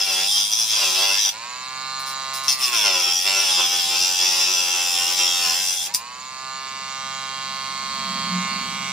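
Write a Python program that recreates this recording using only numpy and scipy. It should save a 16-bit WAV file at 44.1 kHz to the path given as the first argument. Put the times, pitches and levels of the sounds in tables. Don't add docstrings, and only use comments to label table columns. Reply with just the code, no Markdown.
import sys
import numpy as np
from scipy import signal
from scipy.fft import rfft, irfft
from scipy.io import wavfile
from scipy.ndimage import uniform_filter1d

SR = 44100
rng = np.random.default_rng(int(sys.argv[2]) if len(sys.argv) > 2 else 0)


def store_pcm(level_fs):
    pcm = np.round(np.clip(level_fs, -1, 1) * 32767).astype(np.int16)
    wavfile.write(sys.argv[1], SR, np.atleast_2d(pcm).T)


N = 393372
TIME = np.arange(N) / SR
USUAL_GRIND_DB, USUAL_THUD_DB = -22, -45


def amp(db):
    return 10 ** (np.asarray(db) / 20)


def rms_one(x):
    return x / np.sqrt(np.mean(x ** 2) + 1e-20)


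def in_time(rows):
    seconds, *columns = np.transpose(rows)
    return np.array([np.interp(TIME, seconds, column) for column in columns])


def drift(rate_hz):
    r = np.exp(-40 * np.pi * rate_hz / SR)
    slow = signal.lfilter([1], [1, -2 * r, r * r], rng.standard_normal(N // 20 + 2502))[2500:]
    return rms_one(np.interp(np.arange(N) / 20, np.arange(len(slow)), slow))


def colour(x, spectrum):
    hz, db = np.transpose(spectrum)
    grid = np.fft.rfftfreq(N, 1 / SR) + 1
    return rms_one(irfft(rfft(x) * amp(np.interp(np.log(grid), np.log(hz), db)), N))


def resonate(x, modes):
    out = 0
    for k, (hz, width_hz, db) in enumerate(modes):
        r = np.exp(-np.pi * max(width_hz, 5) / SR)
        b = (1 - r * r) / 2 * np.array([1, 0, -1])
        a = [1, -2 * r * np.cos(2 * np.pi * hz / SR), r * r]
        out = out + (-1) ** k * amp(db) * signal.lfilter(b, a, x)
    return rms_one(out)


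def wandering(x, hz, width_hz):
    spin = np.exp(2j * np.pi * np.cumsum(hz) / SR)
    r = np.exp(-np.pi * width_hz / SR)
    return rms_one((signal.lfilter([1], [1, -2 * r, r * r], x / spin) * spin).real)


def steadied(x, share):
    swell = np.sqrt(uniform_filter1d(x ** 2, size=1800) + 1e-6)
    return rms_one(x / swell ** share)


def harmonics(turns, table, waver_db, rate_hz, steady=()):
    multiples, levels_db = np.transpose(table)
    holds = np.isin(multiples, steady)
    phases = np.where(holds, np.pi * multiples ** 2 / 2, rng.uniform(0, 2 * np.pi, len(table)))
    wobbles = [drift(rate_hz) for _ in range(5)]
    gains = [amp(db + waver_db * wobbles[k % 5] * ~holds[k]) for k, db in enumerate(levels_db)]
    return [gain * np.sqrt(2) * np.sin(2 * np.pi * multiple * turns + phase)
            for gain, multiple, phase in zip(gains, multiples, phases)]


def roughness(turns, memory, uneven_db=2, grains=400):
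    shape = (int(turns[-1]) + 2, grains)
    fresh = rng.standard_normal(shape) * amp(uneven_db * np.minimum(rng.exponential(1, shape), 4))
    worn = signal.lfilter([1], [1, -memory], fresh, axis=0).ravel()
    return rms_one(np.interp(turns * grains, np.arange(len(worn)), worn))


def room_tone():
    noise = rng.standard_normal((2, N)) + 1.17 * rng.standard_normal(N)
    return amp(-71.5) * signal.lfilter([1], [1, -.97], noise)


def reverb(x, t60_s=0.12, wet_db=-3.5):
    t = np.arange(int(.3 * SR)) / SR
    tail = rng.standard_normal((2, len(t))) * amp(-60 * t / t60_s) * (t > .004)
    tail = signal.lfilter([1, -1], [1, -.85], tail)
    tail /= np.sqrt(np.sum(tail ** 2, axis=1, keepdims=True))
    return amp(wet_db) * signal.fftconvolve(x[None], tail, axes=1)[:, :N]


# time in seconds, level in dB.
RUMBLE_SWELL = [(6.0, -61), (7.0, -57.5), (7.5, -55.5), (7.85, -52.5), (8.13, -41.5), (8.27, -40.5),
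                (8.36, -38), (8.47, -44), (8.57, -41.5), (8.92, -48.5)]
HUM_SWELL = [(8.29, -52), (8.31, -39), (8.34, -32), (8.36, -26), (8.39, -25.5), (8.42, -37), (8.45, -59)]
# pitch in Hz, width in Hz, relative level in dB.
RUMBLE_MODES = [(178.5, 9.4, 6), (199, 35, -5), (89, 18, -19), (226, 30, -12.5), (60, 63, -31)]


def rumble(grind_db, cutting_db=-58, hum_hz=180.3):
    level = amp(in_time(RUMBLE_SWELL)[0]) + amp(cutting_db + grind_db - USUAL_GRIND_DB)
    boom = steadied(resonate(rng.standard_normal(N), RUMBLE_MODES), share=0.32)
    humming = (TIME > HUM_SWELL[0][0]) & (TIME < HUM_SWELL[-1][0])
    hum = amp(in_time(HUM_SWELL)[0]) * humming * np.sin(2 * np.pi * hum_hz * TIME)
    return level * boom + hum


# time in seconds, gain in dB.
BEARING_FADER = [(5.9, 5), (6.9, 7), (7.3, 0), (7.7, -8), (8.2, -10), (8.35, 4), (8.6, -3), (8.92, -3)]


def bearing_whistle(hz=6820, width_hz=18, level_db=-54.5):
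    whistle = resonate(rng.standard_normal(N), [(hz, width_hz, 0)])
    return amp(level_db + in_time(BEARING_FADER)[0]) * whistle


# time in seconds, level in dB.
FLARE_SWELL = [(8.3, -70), (8.4, -56), (8.49, -48), (8.56, -43), (8.66, -59), (8.74, -72)]
# centre in Hz, width in Hz, relative level in dB.
FLARE_BANDS = [(2100, 250, -1), (2600, 400, -3), (3950, 300, -4), (4630, 400, 2)]


def hiss_flare():
    return amp(in_time(FLARE_SWELL)[0]) * resonate(rng.standard_normal(N), FLARE_BANDS)


# frequency in Hz, relative level in dB.
FAN_EQ = [(150, -32), (300, -28.5), (700, -19.5), (1070, -13.5), (1700, -20.5), (2300, -14), (3200, -17.5),
          (4500, -9.5), (5800, -20.5), (8000, -17), (10000, -26.5), (11200, -46), (13500, -24.5),
          (15500, -53)]


def fan_air(pulsing, level_db=-43):
    return amp(level_db) * colour(pulsing * rng.standard_normal(N), FAN_EQ)


# time in seconds, turn rate in Hz.
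CUT_SPEEDS = [
    [(0.0, 97.0), (0.05, 98.2), (0.158, 93.9), (0.26, 97.4), (0.326, 103.7), (0.418, 99.9), (0.488, 106.7),
     (0.572, 112.2), (0.636, 109.9), (0.716, 111.1), (0.778, 102.4), (0.808, 100.2), (0.856, 93.5),
     (0.926, 92.8), (1.164, 100.4), (1.22, 105.5), (1.274, 98.9), (1.32, 105.0)],
    [(2.48, 133.2), (2.54, 130.9), (2.61, 130.9), (2.76, 115.4), (2.79, 106.8), (2.84, 102.9), (2.93, 90.5),
     (3.01, 88.9), (3.05, 89.8), (3.09, 87.7), (3.21, 89.0), (3.26, 97.6), (3.34, 96.7), (3.4, 98.9),
     (3.53, 91.0), (3.57, 92.2), (3.64, 86.0), (3.72, 88.6), (3.81, 89.0), (3.85, 86.7), (3.94, 86.8),
     (4.0, 89.9), (4.07, 90.5), (4.14, 88.0), (4.2, 91.3), (4.27, 92.3), (4.56, 92.0), (4.81, 88.2),
     (4.85, 89.4), (4.98, 86.4), (5.01, 88.3), (5.06, 87.6), (5.11, 89.8), (5.22, 89.4), (5.5, 85.2),
     (5.63, 92.7), (5.74, 94.8), (5.79, 86.7), (5.82, 85.9), (5.91, 104.2)],
]
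FREE_HZ, FULL_LOAD_HZ = 133.17, 100


def motor_load(speed):
    return np.clip((FREE_HZ - speed) / (FREE_HZ - FULL_LOAD_HZ), 0, 1)


def shaft_speed(grab_hz=.55, run_up_s=.172, creep_hz_per_s=.4):
    speed, = in_time(np.concatenate(CUT_SPEEDS))
    speed += grab_hz * motor_load(speed) * drift(11)
    for cut, until_s in zip(CUT_SPEEDS, [CUT_SPEEDS[1][0][0], N / SR]):
        lift_s = cut[-1][0]
        free = (TIME > lift_s) & (TIME < until_s)
        since = TIME[free] - lift_s
        sag_hz = FREE_HZ - speed[round(lift_s * SR)]
        speed[free] = FREE_HZ + creep_hz_per_s * since - sag_hz * np.exp(-since / run_up_s)
    return speed


# time in seconds, gains in dB for harmonic 8,
# harmonic 9, harmonics 15-21 and harmonics 22-25, tick level in dB, unloaded whirr level in dB,
# whirr centre in Hz.
HAND_MOVES = [(1.35, 1.5, -2, -3, -3, -44.5, -49, 4300), (1.65, 1.8, -6.5, 0, -6, -46, -43, 4200),
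              (1.95, 1, -3, -6, -12, -43.5, -39, 4160), (2.47, 3.5, -8.5, -2, -7.5, -43.5, -42.5, 4270),
              (2.51, -4, -11, 3, -7.5, -48, -34, 4370), (2.62, 1, -2, 0, -7, -48, -43, 4270),
              (2.78, 2, 4, -5, -4, -44, -43, 4340), (3.0, 0, -4.5, -2.5, -2, -37, -54, 4280),
              (3.6, 4.5, -1, -1.5, -2, -43, -50, 4230), (4.3, 1, -1.5, -4, -10, -50.5, -49, 4330),
              (5.0, 3.5, -0.5, -2, 6, -29, -48, 4300), (5.55, 4, -0.5, 0, 1, -40, -47, 4260),
              (6.0, 1.5, -0.5, -2.5, -1, -47, -50, 4270), (6.3, 3.5, -6.5, 0, -10, -45, -43, 4350),
              (6.5, 2.5, -1, -5.5, -25, -43.5, -41.5, 4350), (6.75, 3.5, -7.5, 1, -17, -41, -45.5, 4500),
              (7.05, 0.5, -2.5, -4, -3, -40, -45.5, 4350), (7.4, 3, -9, -1.5, 1, -43, -42.5, 4430),
              (7.8, 3.5, -10, -3, -1.5, -42.5, -44, 4400), (8.3, 3.5, -8, -3, 0.5, -44.5, -41, 4490),
              (8.45, 4.5, -8, 0.5, -6, -41.5, -48, 4160), (8.52, 3.5, -9.5, 1, -7, -46, -43, 4530),
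              (8.67, 0, -11, 1, 5, -45.5, -45, 4470), (8.75, -0.5, -10, 2, 2, -42.5, -57, 4220),
              (8.92, -0.5, -12, 2, -3, -39.5, -56, 4120)]
# pitch in Hz, width in Hz, relative level in dB.
HOUSING_MODES = [(2670, 290, -7), (3730, 230, -8), (4570, 200, -13.5), (5260, 350, -10), (5890, 320, -5.5),
                 (7530, 350, -9)]


def motor_ticks(turns, load, pulsing, loaded_whirr_db=5, air_share=.06):
    tick_db, whirr_db, whirr_hz = in_time(HAND_MOVES)[4:]
    angle = turns % 1 - .5
    strength = amp(0.5 * rng.standard_normal(int(turns[-1]) + 1))[turns.astype(int)]
    ticks = strength * np.exp(-(angle / 0.004) ** 2) + .02 * roughness(turns, memory=.96)
    housing = amp(tick_db) * resonate(ticks, HOUSING_MODES)
    rush = air_share * pulsing * rng.standard_normal(N)
    vents = wandering(rms_one(ticks) + rush, whirr_hz, width_hz=760)
    return housing + amp(whirr_db + loaded_whirr_db * load) * vents


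def motor_noise(turns, load):
    pulsing = 1 + 0.39 * np.cos(2 * np.pi * (turns % 1 - .58))
    return motor_ticks(turns, load, pulsing) + fan_air(pulsing) + bearing_whistle() + hiss_flare()


# multiple of the turn rate, base level in dB.
WHINE_HARMONICS = [(1, -1.5), (2, -27.5), (3, -27.5), (4, -24.5), (5, -17.5), (6, -14), (7, -11), (8, -3.5),
                   (9, 3), (10, -8.5), (11, -10), (12, -16.5), (13, -11.5), (14, -19), (15, -10),
                   (16, -12.5), (17, -6.5), (18, -15), (19, -39), (20, -7), (21, -6), (22, -13), (23, -18),
                   (24, -10), (25, -17.5)]
# frequency in Hz, gain in dB.
HOUSING_EQ = [(680, -43), (720, -40.5), (775, -36), (810, -37.5), (850, -45), (900, -48), (960, -40.5),
              (1030, -41), (1070, -38.5), (1150, -40), (1200, -37.5)]
# turn rate in Hz, gain in dB.
UNBALANCE_SHAKE = [(85, -55), (90, -58.5), (93, -70), (98, -73), (103, -62.5), (112, -58), (120, -67),
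                   (134, -61)]
# time in seconds, gain in dB.
OCTAVE_FADER = [(2.5, 1), (6.6, 1), (7.0, 6), (7.4, 2), (7.8, 11.5), (8.1, 5), (8.4, 11), (8.52, 8),
                (8.65, 3), (8.92, 7)]
# time in seconds, level in dB.
SING_SWELL = [(6.6, -59), (6.75, -63), (6.86, -40), (6.98, -60), (7.55, -42), (8.31, -41), (8.43, -50),
              (8.52, -39), (8.92, -62)]


def motor_whine(turns, speed, thud_db, loaded_db=-4.5, flutter_db=4.5, follows_thud=0.42, sing_harmonic=33):
    eighth_db, ninth_db, upper_db, top_db = in_time(HAND_MOVES)[:4]
    eighth_db += np.interp(8 * speed, *np.transpose(HOUSING_EQ))
    ninth_db += np.interp(9 * speed, *np.transpose(HOUSING_EQ))
    shake_db = np.interp(speed, *np.transpose(UNBALANCE_SHAKE))
    tones = harmonics(turns, WHINE_HARMONICS, waver_db=2, rate_hz=1.18, steady=(7, 8, 9, 10))
    gains_db = np.tile((eighth_db + ninth_db) / 2, (len(tones), 1))
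    gains_db[[0, 7, 8]] = shake_db, eighth_db, ninth_db
    gains_db[14:21] += upper_db
    gains_db[21:] += top_db
    gains_db[15] += in_time(OCTAVE_FADER)[0]
    pressed_db = np.clip(thud_db - USUAL_THUD_DB, -20, 8) * (thud_db > -85)
    pressed_db = uniform_filter1d(pressed_db, size=2000)
    flutter = np.array([drift(14.7) for _ in range(3)])[np.arange(len(tones)) % 3]
    flutter[7:9] *= .3
    gains_db[1:] += motor_load(speed) * (loaded_db + follows_thud * pressed_db + flutter_db * flutter[1:])
    singing = amp(in_time(SING_SWELL)[0]) * (TIME > SING_SWELL[0][0])
    return np.sum(amp(gains_db) * tones, axis=0) + singing * np.sin(2 * np.pi * sing_harmonic * turns)


# time in seconds, grind fader in dB, thud fader in dB.
CUT_FADERS = [
    [(0.0, -15, -41.5), (0.05, -21, -55), (0.074, -21, -44.5), (0.132, -19.5, -45), (0.254, -21, -49),
     (0.326, -20, -67.5), (0.384, -16, -54), (0.502, -29, -62), (0.536, -17.5, -57), (0.548, -24, -63),
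     (0.61, -18, -54), (0.662, -26, -59), (0.714, -18, -52.5), (0.832, -20, -38), (0.922, -22, -48),
     (1.018, -20.5, -39), (1.152, -18, -41.5), (1.214, -20.5, -55), (1.292, -23, -53), (1.31, -56.5, -76),
     (1.33, -40, -71)],
    [(2.57, -40.5, -50), (2.64, -17, -50), (2.68, -27, -42), (2.71, -33, -49), (2.74, -24, -37),
     (2.77, -20, -39), (2.83, -23, -46), (2.86, -17, -36), (2.96, -16.5, -38), (3.03, -18, -43),
     (3.08, -19, -37.5), (3.18, -23, -53), (3.24, -24, -51), (3.28, -17, -36.5), (3.31, -19.5, -39),
     (3.43, -19, -42), (3.56, -16.5, -50.5), (3.6, -18.5, -34), (3.68, -21, -49), (3.74, -20, -43),
     (3.82, -20, -53.5), (3.96, -19.5, -40.5), (3.99, -20, -47.5), (4.06, -19.5, -48), (4.16, -22.5, -50.5),
     (4.24, -17.5, -43), (4.49, -17.5, -43.5), (4.7, -23, -45), (5.12, -22, -46), (5.16, -23, -58),
     (5.2, -19, -41), (5.33, -23, -48), (5.46, -19.5, -43), (5.59, -23.5, -55), (5.63, -25.5, -55.5),
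     (5.73, -26, -60), (5.75, -29.5, -56), (5.82, -29.5, -86), (5.87, -30, -55), (5.89, -64, -60)],
]
# start in seconds, hold in seconds, grind fader in dB,
# hiss gain on top of the grind in dB, fall in dB per second.
RIM_TOUCHES = [(1.994, 0.012, -48, 10.5, 500), (2.062, 0.051, -38, 1.5, 900),
               (2.337, 0.026, -33.5, 2.5, 397), (2.435, 0.046, -36.5, 0, 500),
               (2.481, 0.004, -16, -11, 900), (2.49, 0.04, -18.5, -6.5, 552), (5.942, 0.012, -18, 3, 1502)]
# time in seconds, gain on top of the grind in dB.
CONNECTOR_FADER = [(0.0, -6), (0.25, -5), (0.35, 4), (0.47, -3), (0.65, -4), (0.77, -4.5), (0.86, -1),
                   (1.0, -1.5), (1.15, -3.5), (1.24, -1), (1.3, -4), (2.6, -13), (2.8, -5), (2.9, -3),
                   (3.1, -4), (3.3, -5), (3.45, -3.5), (3.6, -0.5), (3.75, -3), (3.9, -6), (4.2, -3.5),
                   (4.5, -6.5), (4.8, -3), (4.9, -10), (5.3, -1.5), (5.5, -9.5), (5.9, -7.5)]


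def contact(touch_rise_db_per_s=6000, touch_ring_db=-14.5):
    grind_db, thud_db = in_time(np.concatenate(CUT_FADERS))
    first, second = CUT_FADERS
    lifted = ((TIME > first[-1][0]) & (TIME < second[0][0])) | (TIME > second[-1][0])
    grind_db[lifted] = thud_db[lifted] = -90
    swing_db = np.clip(grind_db - USUAL_GRIND_DB, -6, 6)
    pressed_db = np.maximum(thud_db - USUAL_THUD_DB, -20)
    hiss_db = -3 - 0.81 * swing_db
    board_db = -5 + 0.66 * pressed_db - 0.89 * swing_db + 1.2 * drift(6)
    connector_db = in_time(CONNECTOR_FADER)[0] - 0.89 * swing_db + 1.5 * drift(8)
    for start, hold, peak_db, touch_hiss_db, fall in RIM_TOUCHES:
        attack_db = np.maximum(touch_rise_db_per_s * (start - TIME), 0)
        release_db = np.maximum(fall * (TIME - start - hold), 0)
        level_db = peak_db - attack_db - release_db
        on = level_db > grind_db
        grind_db[on], hiss_db[on] = level_db[on], touch_hiss_db
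        board_db[on] = connector_db[on] = touch_ring_db
    return grind_db, hiss_db, board_db, connector_db, thud_db


# multiple of the turn rate, relative level in dB.
THUD_HARMONICS = [(1, -21), (2, -27), (3, -5), (4, -1.5), (5, -4.5), (6, 0), (7, -2.5), (8, -39), (9, 3),
                  (10, -2.5), (11, -2), (12, 2.5), (13, -1), (14, 3.5), (15, 2.5), (16, -5), (17, 4)]
# pitch in Hz, width in Hz, relative level in dB.
BOARD_LOW_MODES = [(371.6, 27, 0.5), (567, 44, -1), (672, 24, 2.5), (1011, 48, 4.5), (1397, 146, -1.5)]


def board_thud(turns, grit):
    knock = sum(harmonics(turns, THUD_HARMONICS, waver_db=3.5, rate_hz=22.5))
    return resonate(knock + .14 * grit, BOARD_LOW_MODES)


# pitch in Hz, width in Hz, relative level in dB.
BOARD_HIGH_MODES = [(2410, 780, -14.5), (2710, 134, 5), (2850, 810, -8.5)]
CONNECTOR_MODES = [(3184, 94, 0), (3210, 100, 3), (3376, 110, -1.5), (3780, 160, -6), (3890, 190, -14)]


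def workpiece_ring(grit, bite, board_db, connector_db):
    board = amp(board_db) * steadied(resonate(grit, BOARD_HIGH_MODES), share=0.85)
    connector = amp(connector_db) * steadied(resonate(grit, CONNECTOR_MODES), share=1)
    return (board + connector) * bite ** 0.19


# frequency in Hz, relative level in dB.
GRIT_EQ = [(5000, -43), (6500, -13), (8000, 4.5), (10700, -1.5), (11300, -55), (11900, 10), (14000, -10),
           (15300, 27), (15700, -19)]
# pitch in Hz, width in Hz, relative level in dB.
RIM_MODES = [(7360, 450, -6), (9240, 59, -1.5), (9980, 500, -0.5), (12030, 1200, -14), (13570, 222, 10.5)]
# pitch in Hz, width in Hz.
RIM_RINGS = [(7400, 260), (9500, 205)]
# time in seconds, lower ring in dB, upper ring in dB.
RIM_RING_FADERS = [(0.0, -15, -11), (1.3, -12, -10.5), (2.5, -18, -9), (2.9, -10, -14), (3.5, -9.5, -9),
                   (4.3, -8.5, -16), (5.0, -7, -12.5), (5.8, -9.5, -17)]


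def grit_hiss(bite, grains):
    spray = bite * (grains + 0.51 * rng.standard_normal((2, N)) + 0.37 * rng.standard_normal(N))
    hiss = colour(resonate(spray, RIM_MODES) + 0.62 * spray, GRIT_EQ)
    for (hz, width_hz), db in zip(RIM_RINGS, in_time(RIM_RING_FADERS)):
        hiss += amp(db) * resonate(spray, [(hz, width_hz, 0)])
    return hiss


# time in seconds, lower band in Hz,
# upper band in Hz, upper band fader in dB, share of each turn in contact.
SQUEAL_MOVES = [(0.05, 5080, 6270, -4, 0.76), (0.15, 5060, 5900, 3.5, 0.95), (0.25, 5000, 5760.0, -6, 0.63),
                (0.35, 5160, 5560, -8, 0.88), (0.45, 5020, 6060, 6, 0.36), (0.55, 5160, 5800, 11.5, 0.36),
                (0.65, 5200, 6000, 7.5, 0.67), (0.75, 5070, 5570, -2, 0.71), (0.85, 5020, 6200, 3.8, 0.99),
                (0.95, 5100, 6140, 5, 0.8), (1.05, 5030, 6000, 6, 0.67), (1.15, 5120, 5830, 2, 0.3),
                (1.25, 5010, 5900.0, 13, 0.6), (2.51, 5190, 5800, -5, 0.53), (2.63, 5130, 5500, 1.5, 0.56),
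                (2.74, 5250, 5700, 11, 0.27), (2.85, 5250, 5610.0, 6, 0.43), (2.96, 5100, 5700, 3.5, 0.7),
                (3.07, 5130, 5400, 3, 0.63), (3.18, 5160, 5820, 14, 0.58), (3.29, 5200, 6000, -3, 0.39),
                (3.4, 5220, 5740, 13.5, 1), (3.51, 5120, 5800, -19, 0.87), (3.62, 5140, 5880, 8, 0.86),
                (3.73, 5070, 5760, 8, 0.8), (3.84, 5140, 5500, -5, 0.85), (3.95, 5100.0, 5940, 3, 0.87),
                (4.06, 5100.0, 5950, 3, 0.57), (4.17, 5070, 5900, 7.5, 0.68), (4.28, 5200, 5670, 4, 0.8),
                (4.39, 5100, 5680, -4, 0.98), (4.5, 5040, 6000, 5.5, 0.7), (4.61, 5140, 5820, 8.5, 0.72),
                (4.72, 5120, 5940, 9.5, 0.73), (4.83, 5200, 5870, 6, 0.76), (4.94, 5270, 5600, 1, 0.49),
                (5.05, 5180, 5600, 3, 0.54), (5.16, 5200, 5770, 8, 0.75), (5.27, 5160, 5560, 8, 0.53),
                (5.38, 5160.0, 5460, -11, 0.73), (5.49, 5190.0, 5660, 5, 0.66), (5.6, 5140, 6000, 3, 0.85),
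                (5.71, 5080, 6200, 8, 0.72), (5.82, 5200, 5970, 7.5, 0.88), (5.96, 4970, 5900, 6, 0.26)]


def disc_squeal(grit, bite, width_hz=200, lower_lag_s=.002):
    lower_hz, upper_hz, upper_db, _ = in_time(SQUEAL_MOVES)
    lower = steadied(wandering(grit, lower_hz + 10 * drift(5.8), width_hz), share=1)
    upper = steadied(wandering(grit, upper_hz + 50 * drift(4.8), width_hz), share=1)
    late_bite = np.roll(bite, round(lower_lag_s * SR))
    return late_bite ** 0.84 * lower + bite ** 0.95 * amp(upper_db - 7) * upper


def disc_bite(turns, speed, fresh_slot_db=15, slot_deepens_s=0.14):
    contact_share = np.clip(in_time(SQUEAL_MOVES)[-1], .2, .95)
    lift_db = np.interp(speed, [88, 130], [22, 29])
    since = TIME - CUT_FADERS[1][0][0]
    lift_db += fresh_slot_db * (since > 0) * np.exp(-np.abs(since) / slot_deepens_s)
    angle = (turns + 0.035 * drift(5)) % 1
    ease = np.log(6 / lift_db) / np.log(contact_share)
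    bite = uniform_filter1d(amp(-lift_db * angle ** ease), size=30)
    return bite / np.sqrt(uniform_filter1d(bite ** 2, size=2000))


# pitch in Hz, width in Hz, relative level in dB.
DISC_MODES = [(4460, 103, -8), (4790, 105, -6), (5414, 150, 4), (5770, 640, 1), (6440, 35, -32)]
# frequency in Hz, relative level in dB.
RUB_EQ = [(180, -63), (300, -70), (355, -53), (798, 5.5), (1640, -1), (2710, 5.5), (4300, 12), (4800, 9.5),
          (5090, -36), (6500, 1.5), (8450, -37), (14300, -120)]


def cutting(turns, speed, grind_db, hiss_db, board_db, connector_db, thud_db):
    bite = disc_bite(turns, speed)
    grains = roughness(turns, memory=0.92)
    grit = bite * (grains + 0.36 * rng.standard_normal(N))
    press = amp(grind_db + 1.42)
    disc = amp(-3.5) * disc_squeal(grit, bite)
    disc += amp(-5) * resonate(grit, DISC_MODES) + amp(-12) * colour(grit, RUB_EQ)
    hiss = amp(hiss_db) * grit_hiss(bite, grains)
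    ring = workpiece_ring(grit, bite, board_db, connector_db)
    thud = amp(thud_db + 8) * board_thud(turns, grit)
    return press * disc, press * ring + thud, press * hiss


def delayed(x, samples):
    return np.interp(np.arange(N) - samples, np.arange(N), x)


def place(x, echoes, pan_db, left_lag_samples=0):
    out = np.array([amp(pan_db / 2) * np.roll(x, left_lag_samples), amp(-pan_db / 2) * x])
    for left_ms, right_ms, left_db, right_db in echoes:
        out[0] += amp(left_db) * delayed(x, left_ms * SR / 1000)
        out[1] += amp(right_db) * delayed(x, right_ms * SR / 1000)
    return out


# left delay in ms, right delay in ms, left gain in dB, right gain in dB.
TOOL_ECHOES = [(.35, 0.6, -51, -31), (1.3, 0.93, -20, -29)]
WORK_ECHOES = [(0.13, 0.2, -12.5, -11.5), (0.752, 1.065, -44, -17.5), (2.299, 1.867, -19.5, -14)]
# time in seconds, gain in dB.
TOOL_NEARNESS = [(2.5, 5), (6.2, 0.5), (6.9, 0.8), (8.2, 2), (8.92, 0)]


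def scene():
    speed = shaft_speed()
    turns = np.cumsum(speed) / SR
    grind_db, hiss_db, board_db, connector_db, thud_db = contact()
    nearness = amp(in_time(TOOL_NEARNESS)[0])
    whine = nearness * motor_whine(turns, speed, thud_db)
    whirr = nearness * motor_noise(turns, motor_load(speed))
    disc, workpiece, hiss = cutting(turns, speed, grind_db, hiss_db, board_db, connector_db, thud_db)
    near = place(whine + whirr, TOOL_ECHOES, pan_db=-3.5, left_lag_samples=2)
    near += place(disc, WORK_ECHOES, pan_db=4.5) + place(workpiece, WORK_ECHOES, pan_db=-1)
    near += np.array([amp(2.5) * delayed(hiss[0], samples=.6), hiss[1]])
    send = amp(-15.5) * whine + amp(-0.5) * whirr + disc + workpiece + hiss[1]
    return near + room_tone() + reverb(send) + rumble(grind_db)


def gain_control(x, target_db=-17, max_gain_db=8.5, recovery_db_per_s=3, attack_s=0.036):
    size = round(attack_s * SR)
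    power = uniform_filter1d(np.mean(x ** 2, axis=0), size=size, origin=(size - 1) // 2)
    level_db = 10 * np.log10(power + 1e-12)
    level_db[0] = level_db[:SR].max()
    climb_db = recovery_db_per_s * TIME
    held_db = np.maximum.accumulate(level_db + climb_db) - climb_db
    return x * amp(np.minimum(target_db - held_db, max_gain_db))


def record(dry, low_cut_hz=60, high_cut_hz=16000):
    thin = signal.sosfilt(signal.butter(2, low_cut_hz, "high", fs=SR, output="sos"), dry)
    return signal.sosfilt(signal.cheby2(12, 70, high_cut_hz, fs=SR, output="sos"), gain_control(thin))


dry = scene()
out = record(dry)
store_pcm(out)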